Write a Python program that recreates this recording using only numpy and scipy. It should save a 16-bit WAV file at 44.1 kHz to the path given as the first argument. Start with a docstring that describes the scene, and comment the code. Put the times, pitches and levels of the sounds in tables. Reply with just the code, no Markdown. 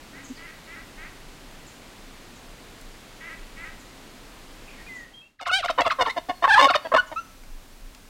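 """A quiet pond with far birds and light wind fades out; then a turkey gobbles close by in a wire pen.
The gobble has two voices: a gliding whistle of the syrinx, and a rattle of slack membranes that flap
in short bursts and ring the windpipe. The yard echoes faintly; dry litter ticks, small birds chip."""
import sys
import numpy as np
from scipy import signal
from scipy.fft import rfft, irfft, next_fast_len
from scipy.io import wavfile
from scipy.ndimage import uniform_filter1d

SR = 44100
rng = np.random.default_rng(int(sys.argv[2]) if len(sys.argv) > 2 else 0)


def waveform_to_disk(signal):
    """Save audio, clipped to [-1, 1], as 16-bit WAV at the path in sys.argv[1]."""
    frames = np.transpose(np.atleast_2d(signal))
    scaled = np.clip(frames, -1, 1) * 32767
    samples = np.round(scaled).astype(np.int16)
    wavfile.write(sys.argv[1], SR, samples)


N = 357121
T = np.arange(N) / SR
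TOP_HZ = 15850


def turkey():
    """Both voices; ground and fence answer at once, the yard more faintly."""
    voice = dives() + notes() + cries() + rattles()
    fence = echo(voice, t60_s=0.07, wet_db=-19, dull_hz=5000, gap_s=0.009)
    yard = echo(voice, t60_s=0.52, wet_db=-25.5, dull_hz=4050, gap_s=0.019)
    return voice + puff(voice) + fence + yard


def rattles():
    """Bursts of rattle, the slowest heard as clucks."""
    # t/s, length/s, flap rate/Hz, level/dB, mouth re throat/dB, rasp/dB, rasp treble/dB, neck tuning/ratio
    bursts = [ (5.404, 0.04, 741, -38, -1, -3, 4, 0.99), (5.463, 0.029, 703, -29.5, 3, -2.5, 2.5, 1.04),
              (5.640, 0.03, 692, -26, -2, -3.5, 0, 1.04), (5.696, 0.022, 650, -22, -8, -5.5, -3, 1.04),
              (5.777, 0.037, 482, -16, 6.5, -11, -12, 1.03), (5.8, 0.03, 698, -21.5, -4, -2.5, -1.5, 0.93),
              (5.857, 0.031, 670, -20, -1.5, -7, -1, 0.97),
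              (5.907, 0.028, 603, -24.5, 18, -7.5, -1.5, 1.18),
              (5.984, 0.057, 502.5, -18.5, 5, -18, -3, 1.04), (6.005, 0.03, 706, -22, -9, -2, 3.5, 1.01),
              (6.061, 0.036, 447, -25, 6, -13, 2, 1.01), (6.090, 0.029, 520, -33, 15, -0.5, 0, 1.02),
              (6.162, 0.035, 335.5, -23.5, -8, -10.5, -2.5, 1.01),
              (6.286, 0.034, 362.8, -21.5, -3.5, -10.5, -5, 0.99),
              (6.422, 0.032, 339.8, -19, 0.5, -12, -6, 1.01), (6.438, 0.026, 538, -12.5, 20, -17, -9, 1.03),
              (6.469, 0.015, 522, -22, 8, -19, -6, 1.15), (6.548, 0.047, 424, -23, 17, -11, -3, 1.09),
              (6.586, .040, 534.3, -12, 10, -7.5, 1, .98), (6.612, .060, 276.4, -16.5, -1, -3, -0.5, 1.02),
              (6.663, 0.017, 546, -21, -14, -12, 3, 0.99), (6.699, 0.018, 721, -17, -2, -5, 2.5, 1.03),
              (6.749, 0.022, 600, -18.5, -4.5, -3.5, -1.5, 1.02),
              (6.845, 0.035, 321, -28.5, -5, -12.5, -3, 0.93), (6.917, 0.017, 537, -18, 5, -31, -6, 1.06),
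              (6.936, 0.025, 641, -12.5, 0, -12.5, -8, 0.98), (6.959, 0.023, 521, -14, 17, -12, -1.5, 0.99),
              (7.113, 0.027, 309, -32, -13, -13, -14, 1.06), ]
    out = np.zeros(N)
    for start, length, hz, db, *colour in bursts:
        add(out, start, undb(db) * rattle(length, hz, *colour))
    return out


def rattle(length_s, flap_hz, mouth_db, rasp_db, treble_db, neck, sag=0.11, scatter_db=7.5):
    """Slack membranes flap unevenly and slow down; each flap rings the airway and lets out air."""
    # airway resonances: f/Hz, width/Hz, level/dB
    throat_modes = [(88, 42, -11), (285, 35, 5), (542, 77, 10), (703, 84, -1)]
    mouth_modes = [(1056, 230, -6.5), (1510, 450, -35), (1786, 55, -9.5)]
    windpipe_modes = [(2063, 420, 11.5), (2940, 190, 9), (3544, 145, 11), (4343, 63, 5.5), (4890, 150, 5.5),
                      (5720, 200, -6.5), (6360, 370, -6.5), (8080, 1080, -13), (12500, 1300, -21.5)]
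    # steady when slow or locked to the windpipe, chaotic between: flap rate/Hz, jitter/ratio
    chaos = [(360, .025), (520, .06), (690, .035)]
    t, effort = swell(length_s, attack=0.32, release=0.33)
    n = len(t)
    hz = flap_hz * (1 - sag * t / length_s)
    jitter = np.interp(hz, *np.transpose(chaos)) * wander(n, 400)
    cycle = np.cumsum(hz * (1 + jitter)) / SR
    flaps = np.diff(np.floor(cycle), prepend=-1) * undb(scatter_db * wander(n, 600))
    flaps += 0.03 * rng.standard_normal(n) * np.exp(-(cycle % 1) / 0.25)  # breath
    # fast flaps lock into a clear tone; slow ones ring a hollow, slack throat
    tone = np.interp(flap_hz, (565, 660), (0, undb(-1))) * np.sqrt(2) * np.cos(2 * np.pi * cycle)
    gulp = np.interp(flap_hz, (367, 554), (undb(4), 1e-9)) * ring(flaps, [(800, 370, 0)], neck)
    throat = unit(ring(flaps, throat_modes, neck) - tone - gulp)
    opening = undb(mouth_db)
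    body = (throat + opening * ring(flaps, mouth_modes, neck)) / np.hypot(1, opening)
    rasp = undb(rasp_db) * ring(windpipe(flaps, neck), windpipe_modes, neck)
    dull = signal.sosfiltfilt(signal.butter(4, 4000, fs=SR, output="sos"), rasp)
    rasp = dull + undb(treble_db) * (rasp - dull)  # soft closures lack the top
    return body * effort + rasp * effort ** 1.74


def ring(pulses, modes, neck):
    """Pulses ring resonances tuned by the neck; output held at even strength."""
    y = sum((-1) ** k * undb(db) * double_band(pulses, hz * neck, 2 * width)
            for k, (hz, width, db) in enumerate(modes))
    size = SR // 150
    power = uniform_filter1d(uniform_filter1d(y ** 2, size), size)
    return y / np.sqrt(np.abs(power) + np.mean(y ** 2) / 1000)


def windpipe(pulses, neck, spacing_hz=718, reflection=0.55):
    """Pulses run up and down the long pipe, which rings on evenly spaced overtones."""
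    trip = SR / (spacing_hz * neck)
    whole, part = int(trip), trip % 1
    back = reflection * np.array([1 - part, part])
    return signal.lfilter([1], np.r_[1, np.zeros(whole - 1), -back], pulses)


def whistle(hz, gain, octave_db, overtones_db, fray_rad):
    """Syrinx tone; overtones are strong when the membranes close hard, frayed when they close weakly."""
    # envelope of harmonics 3-20: f/Hz, level/dB
    overtones = [(2300, 0), (3100, 3.5), (4500, -5.5), (7500, -21.5), (8700, -16.5), (11000, -35.5)]
    n = len(hz)
    phase = turns(hz * (1 + 0.006 * wander(n, 500)))
    k = np.arange(3, 21)[:, None]
    weight = undb(spectrum_db(overtones, k * hz)) * (k * hz < TOP_HZ)
    shake = fray_rad * wander(n, 1100) / (1 + undb(overtones_db) ** 2)
    upper = np.sum(weight * np.sin(k * (phase + shake) + k ** 2), axis=0)
    upper /= np.sqrt(np.sum(weight ** 2, axis=0) + 0.1)
    tone = np.sin(phase) + undb(octave_db) * np.sin(2 * phase + shake / 2) + undb(overtones_db) * upper
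    return np.sqrt(2) * tone * gain


def dives(rise_s=0.006, decay_s=0.0055, landing=0.8, ceiling_hz=2680, wobble=0.051):
    """The whistle drops steeply and unsteadily, loudest just before it levels out."""
    # peak t/s, f at peak/Hz, fall time/s, level/dB
    drops = [(5.405, 1270, 0.01, -38.5), (5.467, 1204, 0.0055, -28.5), (5.638, 1190, .011, -25.5),
             (5.693, 1225, 0.0072, -23), (5.860, 1072, .016, -22), (5.913, 1188, 0.0072, -18.5),
             (6.064, 1110, 0.01, -23.5), (6.694, 1340, .03, -18), (6.748, 1206, .005, -18)]
    out = np.zeros(N)
    t = np.arange(-0.02, 0.025, 1 / SR)
    envelope = signal.windows.tukey(len(t)) / np.cosh(t / np.where(t < 0, rise_s, decay_s))
    lowpass = signal.butter(4, 4500, fs=SR, output="sos")
    for peak_s, hz, fall_s, db in drops:
        gain = envelope * undb(2 * wander(len(t), 600))
        pitch = np.minimum(hz * (landing + (1 - landing) * np.exp(-t / fall_s)), ceiling_hz)
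        pitch *= 1 + wobble * wander(len(t), 700)
        tone = whistle(pitch, gain, octave_db=-12.5, overtones_db=-11.5, fray_rad=0.45)
        add(out, peak_s + t[0], undb(db) * signal.sosfilt(lowpass, tone))
    return out


def notes():
    """Short gliding whistles of the syrinx."""
    # t/s, length/s, f/Hz, glide/(oct/s), level/dB, octave re fundamental/dB
    glides = [(5.482, 0.012, 1103, 7, -26.5, -12), (5.492, 0.025, 1350, -13, -23, -9),
              (6.092, .028, 2040, 7.5, -28, -12), (6.576, 0.025, 1029, 0, -13.5, -19),
              (6.618, 0.056, 1089, 1.1, -14, -32), (6.708, 0.017, 1107, -9, -23, -25),
              (6.979, .032, 1474, -0.3, -16.5, -11.5), (7.159, 0.048, 1336, 3.5, -27, -14)]
    out = np.zeros(N)
    for start, length, hz, glide, db, octave_db in glides:
        t, effort = swell(length, attack=0.19, release=0.38)
        pitch = hz * 2 ** (glide * t)
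        add(out, start, whistle(pitch, undb(db) * effort, octave_db, overtones_db=-26, fray_rad=0.3))
    return out


def cries(edge_s=0.002):
    """Two longer, reedy cries of the syrinx."""
    # contours: t/s, f/Hz, fundamental/dB, octave re fundamental/dB, overtones re fundamental/dB
    yelp = [(5.514, 685, -25, -9, -6), (5.522, 732, -38, 11, 4.5), (5.537, 743, -29.5, 10.5, 10),
            (5.576, 808, -37, 4.5, 11.5), (5.59, 754, -30, -5, 1.5), (5.611, 616, -34.5, -22, -1)]
    warble = [(6.477, 836, -23.5, -8, -21), (6.495, 921, -17.5, -4.5, -11.5), (6.51, 767.5, -24, 11, -5),
              (6.532, 895, -21.5, 3, -5), (6.547, 792, -21, 8.5, -1), (6.557, 852, -24.5, 7, -11),
              (6.573, 854, -17, -2, -14), (6.586, 1000, -12, -14, -16)]
    out = np.zeros(N)
    for cry in yelp, warble:
        times, *columns = np.transpose(cry)
        t = np.arange(times[0] - 0.001, times[-1] + 0.003, 1 / SR)
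        gate = np.clip(np.minimum(t - t[0], t[-1] - t) / edge_s, 0, 1)
        hz, db, octave_db, overtones_db = (np.interp(t, times, column) for column in columns)
        add(out, t[0], whistle(hz, undb(db) * gate, octave_db, overtones_db, fray_rad=0.14))
    return out


def puff(voice):
    """Air pushed out with the voice flutters low under it."""
    strength = np.sqrt(np.abs(uniform_filter1d(voice ** 2, SR // 60)))
    flutter = unit(double_band(rng.standard_normal(N), hz=84, width_hz=41))
    return undb(-41.5) * flutter * strength ** 0.55


def far_birds(droop=0.027, waver=0.0063):
    """Squawks and a songbird's fluted notes from across the water."""
    # t/s, length/s, level/dB
    squawks = [(0.124, 0.11, -47.5), (0.365, 0.19, -45.5), (0.668, 0.16, -44), (0.972, 0.13, -44),
               (3.199, 0.1685, -41.5), (3.564, 0.15, -41.5)]
    # t/s, length/s, f/Hz, glide/(oct/s), level/dB
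    flutes = [(4.865, 0.029, 2450, 1, -46.5), (4.881, 0.19, 1961, -1, -40.5),
              (5.135, 0.1, 3230, 0.42, -39.5), (5.212, 0.074, 2690, 1.5, -41.5)]
    out = np.zeros(N)
    for start, length, db in squawks:
        add(out, start, undb(db) * squawk(length))
    for start, length, hz, glide, db in flutes:
        t, effort = swell(length, attack=0.11, release=0.29)
        sag = droop * (1 - effort) * (t > 0)
        pitch = hz * 2 ** (glide * t) * (1 - sag + waver * wander(len(t), 204))
        add(out, start, np.sqrt(2) * np.sin(turns(pitch)) * undb(db) * effort)
    return out + echo(out, t60_s=0.51, wet_db=-11.5, dull_hz=3840, gap_s=0.008)


def squawk(length_s, pitch_hz=325, beak_hz=1970):
    """A hoarse call climbs, then breaks to a lower pitch, through beak and throat resonances."""
    u = np.linspace(0, 1, int(length_s * SR))
    climb = 0.2 * (u % 0.55 - 0.27)
    hz = pitch_hz * (1 + climb + 0.018 * wander(len(u), 250) + 0.015 * rng.standard_normal())
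    flaps = np.diff(np.floor(np.cumsum(hz) / SR), prepend=0) + 0.03 * rng.standard_normal(len(u))
    beak = band(band(flaps, beak_hz, width_hz=300), beak_hz, width_hz=1200)
    throat = double_band(flaps, hz=1580, width_hz=700)
    tone = 0.98 * np.sin(6 * turns(hz)) * np.std(beak)  # harmonic 6 sings on the beak resonance
    envelope = np.minimum(1, np.minimum(14 * u, 4 * (1 - u)))
    return unit(beak + tone + u ** 0.3 * throat) * envelope


def small_birds(chip_s=0.036, chip_fall=0.25):
    """Thin, level peeps and short falling chips."""
    # t/s, length/s, f/Hz, level/dB
    peeps = [(6.31, 0.12, 4350, -55), (6.777, 0.13, 4570, -55), (7.138, 0.12, 6030, -55)]
    # t/s, starting f/Hz, level/dB
    chips = [(0.234, 7770, -45.5), (.275, 8000, -56), (0.351, 5380, -50), (1.66, 7860, -49.5),
             (2.35, 7600, -55), (3.785, 8200, -55), (4.67, 2890, -45.5), (4.72, 2730, -50),
             (4.77, 2270, -46), (4.945, 7920, -53), (7.058, 7840, -54)]
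    out = np.zeros(N)
    for start, length, hz, db in peeps:
        n = int(length * SR)
        pitch = hz * (1 + 0.01 * wander(n, 500))
        add(out, start, undb(db) * np.sin(turns(pitch)) * np.hanning(n))
    u = np.linspace(0, 1, int(chip_s * SR))
    for start, hz, db in chips:
        pitch = hz * (1 - chip_fall * u + 0.05 * wander(len(u), 600))
        add(out, start, undb(db) * np.sin(turns(pitch)) * np.sin(np.pi * u))
    return out + echo(out, t60_s=0.51, wet_db=-2.5, dull_hz=9000, gap_s=0.0062)


def litter(decay_s=0.0035):
    """Twigs and dry litter crack in brief bursts of noise."""
    # t/s, centre f/Hz, peak level/dB
    ticks = [(2.812, 8600, -36), (7.436, 1500, -37), (7.948, 4000, -36)]
    out = np.zeros(N)
    t = T[:SR // 50]
    for start, hz, db in ticks:
        crack = band(rng.standard_normal(len(t)) * np.exp(-t / decay_s), hz, 0.76 * hz)
        add(out, start, undb(db) * crack / np.abs(crack).max())
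    return out


def bumps():
    """Soft low swells and puffs of air on the microphone."""
    # centre t/s, f/Hz, length/s, level/dB
    swells = [(0.219, 275, .3, -52), (0.313, 258, 0.047, -33.5), (2.514, 28, 0.22, -45),
              (2.874, 25.8, .26, -40), (3.421, 26.9, 0.138, -40), (7.544, 24, 0.17, -36),
              (7.851, 30.1, 0.19, -39)]
    out = np.zeros(N)
    for middle, hz, length, db in swells:
        t = T[:int(length * SR)]
        tone = np.sqrt(2) * np.sin(2 * np.pi * hz * t)
        add(out, middle - length / 2, undb(db) * tone * np.hanning(len(t)))
    return out


def air(spectrum, level_db, drone_db):
    """Steady far hiss, gusting wind rumble and a faint wavering drone."""
    size = next_fast_len(N)
    hz = np.arange(size // 2 + 1) * SR / size
    shaped = rfft(rng.standard_normal(size)) * undb(spectrum_db(spectrum, hz)) * (hz > 20)
    noise = unit(irfft(shaped, size)[:N])
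    rumble = signal.sosfiltfilt(signal.butter(2, 45, fs=SR, output="sos"), noise)
    drone = unit(double_band(rng.standard_normal(N), hz=270, width_hz=45))
    drone *= undb(drone_db + 2 * wander(N, 1))
    gusts = undb(3 * wander(N, 6))
    return undb(level_db) * (noise - rumble + rumble * gusts) + drone


def echo(x, t60_s, wet_db, dull_hz, gap_s):
    """Scattered outdoor reflections, dulled; soft ground swallows the lows."""
    t = T[:SR]
    tail = rng.standard_normal(SR) * undb(-60 * t / t60_s) * (t > gap_s)
    tail = signal.sosfilt(signal.butter(1, dull_hz, fs=SR, output="sos"), tail)
    tail = signal.sosfilt(signal.butter(1, 900, "high", fs=SR, output="sos"), tail)
    return undb(wet_db) * signal.fftconvolve(x, unit(tail) / np.sqrt(SR))[:N]


def swell(length_s, attack, release):
    """Time from mid-sound and effort envelope; attack and release are shares of the length."""
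    u = np.linspace(0, 1, int(length_s * SR))
    rise, fall = np.clip(u / attack, 0, 1), np.clip((1 - u) / release, 0, 1)
    return (u - 0.5) * length_s, np.sin(np.pi / 2 * rise) * np.sin(np.pi / 2 * fall) ** 2


def band(x, hz, width_hz):
    """One resonance, gain 1 at centre."""
    return signal.lfilter(*signal.iirpeak(hz, hz / width_hz, fs=SR), x)


def double_band(x, hz, width_hz):
    """Two equal resonances in series."""
    return band(band(x, hz, width_hz), hz, width_hz)


def spectrum_db(points, hz):
    """Interpolate (f/Hz, level/dB) points over log frequency."""
    f, db = np.transpose(points)
    return np.interp(np.log(hz + 1), np.log(f), db)


def wander(n, rate_hz):
    """Smooth random drift, spread near 1."""
    k = int(SR / rate_hz)
    return uniform_filter1d(np.repeat(rng.standard_normal(n // k + 1), k), k)[:n]


def turns(hz):
    """Phase/rad of a moving pitch."""
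    return 2 * np.pi * np.cumsum(hz) / SR


def undb(db):
    """dB to gain."""
    return 10 ** (np.asarray(db) / 20)


def unit(x):
    """Scale to rms 1."""
    return x / np.sqrt(np.mean(x ** 2) + 1e-18)


def add(out, start_s, x):
    """Mix x into out."""
    i = int(start_s * SR)
    out[i:i + len(x)] += x[:len(out) - i]


def scene():
    """The pond fades out, the pen fades in."""
    # air spectra: f/Hz, relative density/dB
    pond_air = [(11, -30), (18, 9), (38, -4.5), (59, -16), (264, -13), (440, -17.5), (1660, -22.5),
                (1970, -22.5), (4340, -26.5), (5600, -30.5), (7020, -31), (15500, -41.5)]
    pen_air = [(11, -33), (18, 10), (38, -17.5), (154, -25), (264, -21), (304, -26.5), (1320, -31),
               (3770, -35), (5600, -37), (15500, -44.5)]
    fade_out = np.interp(T, (4.915, 5.438), (1, 0)) ** 1.49
    fade_in = np.interp(T, (5.37, 5.78), (0, 1))
    pond = (air(pond_air, level_db=-45, drone_db=-62.5) + far_birds()) * fade_out
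    pen = air(pen_air, level_db=-48.5, drone_db=-65.5) * fade_in
    return (pond + pen + turkey() + small_birds() + litter() + bumps())[None]


def record(dry):
    """Steep low-pass at TOP_HZ."""
    return signal.sosfilt(signal.ellip(10, 0.2, 80, TOP_HZ, fs=SR, output="sos"), dry)


dry = scene()
out = record(dry)
waveform_to_disk(out)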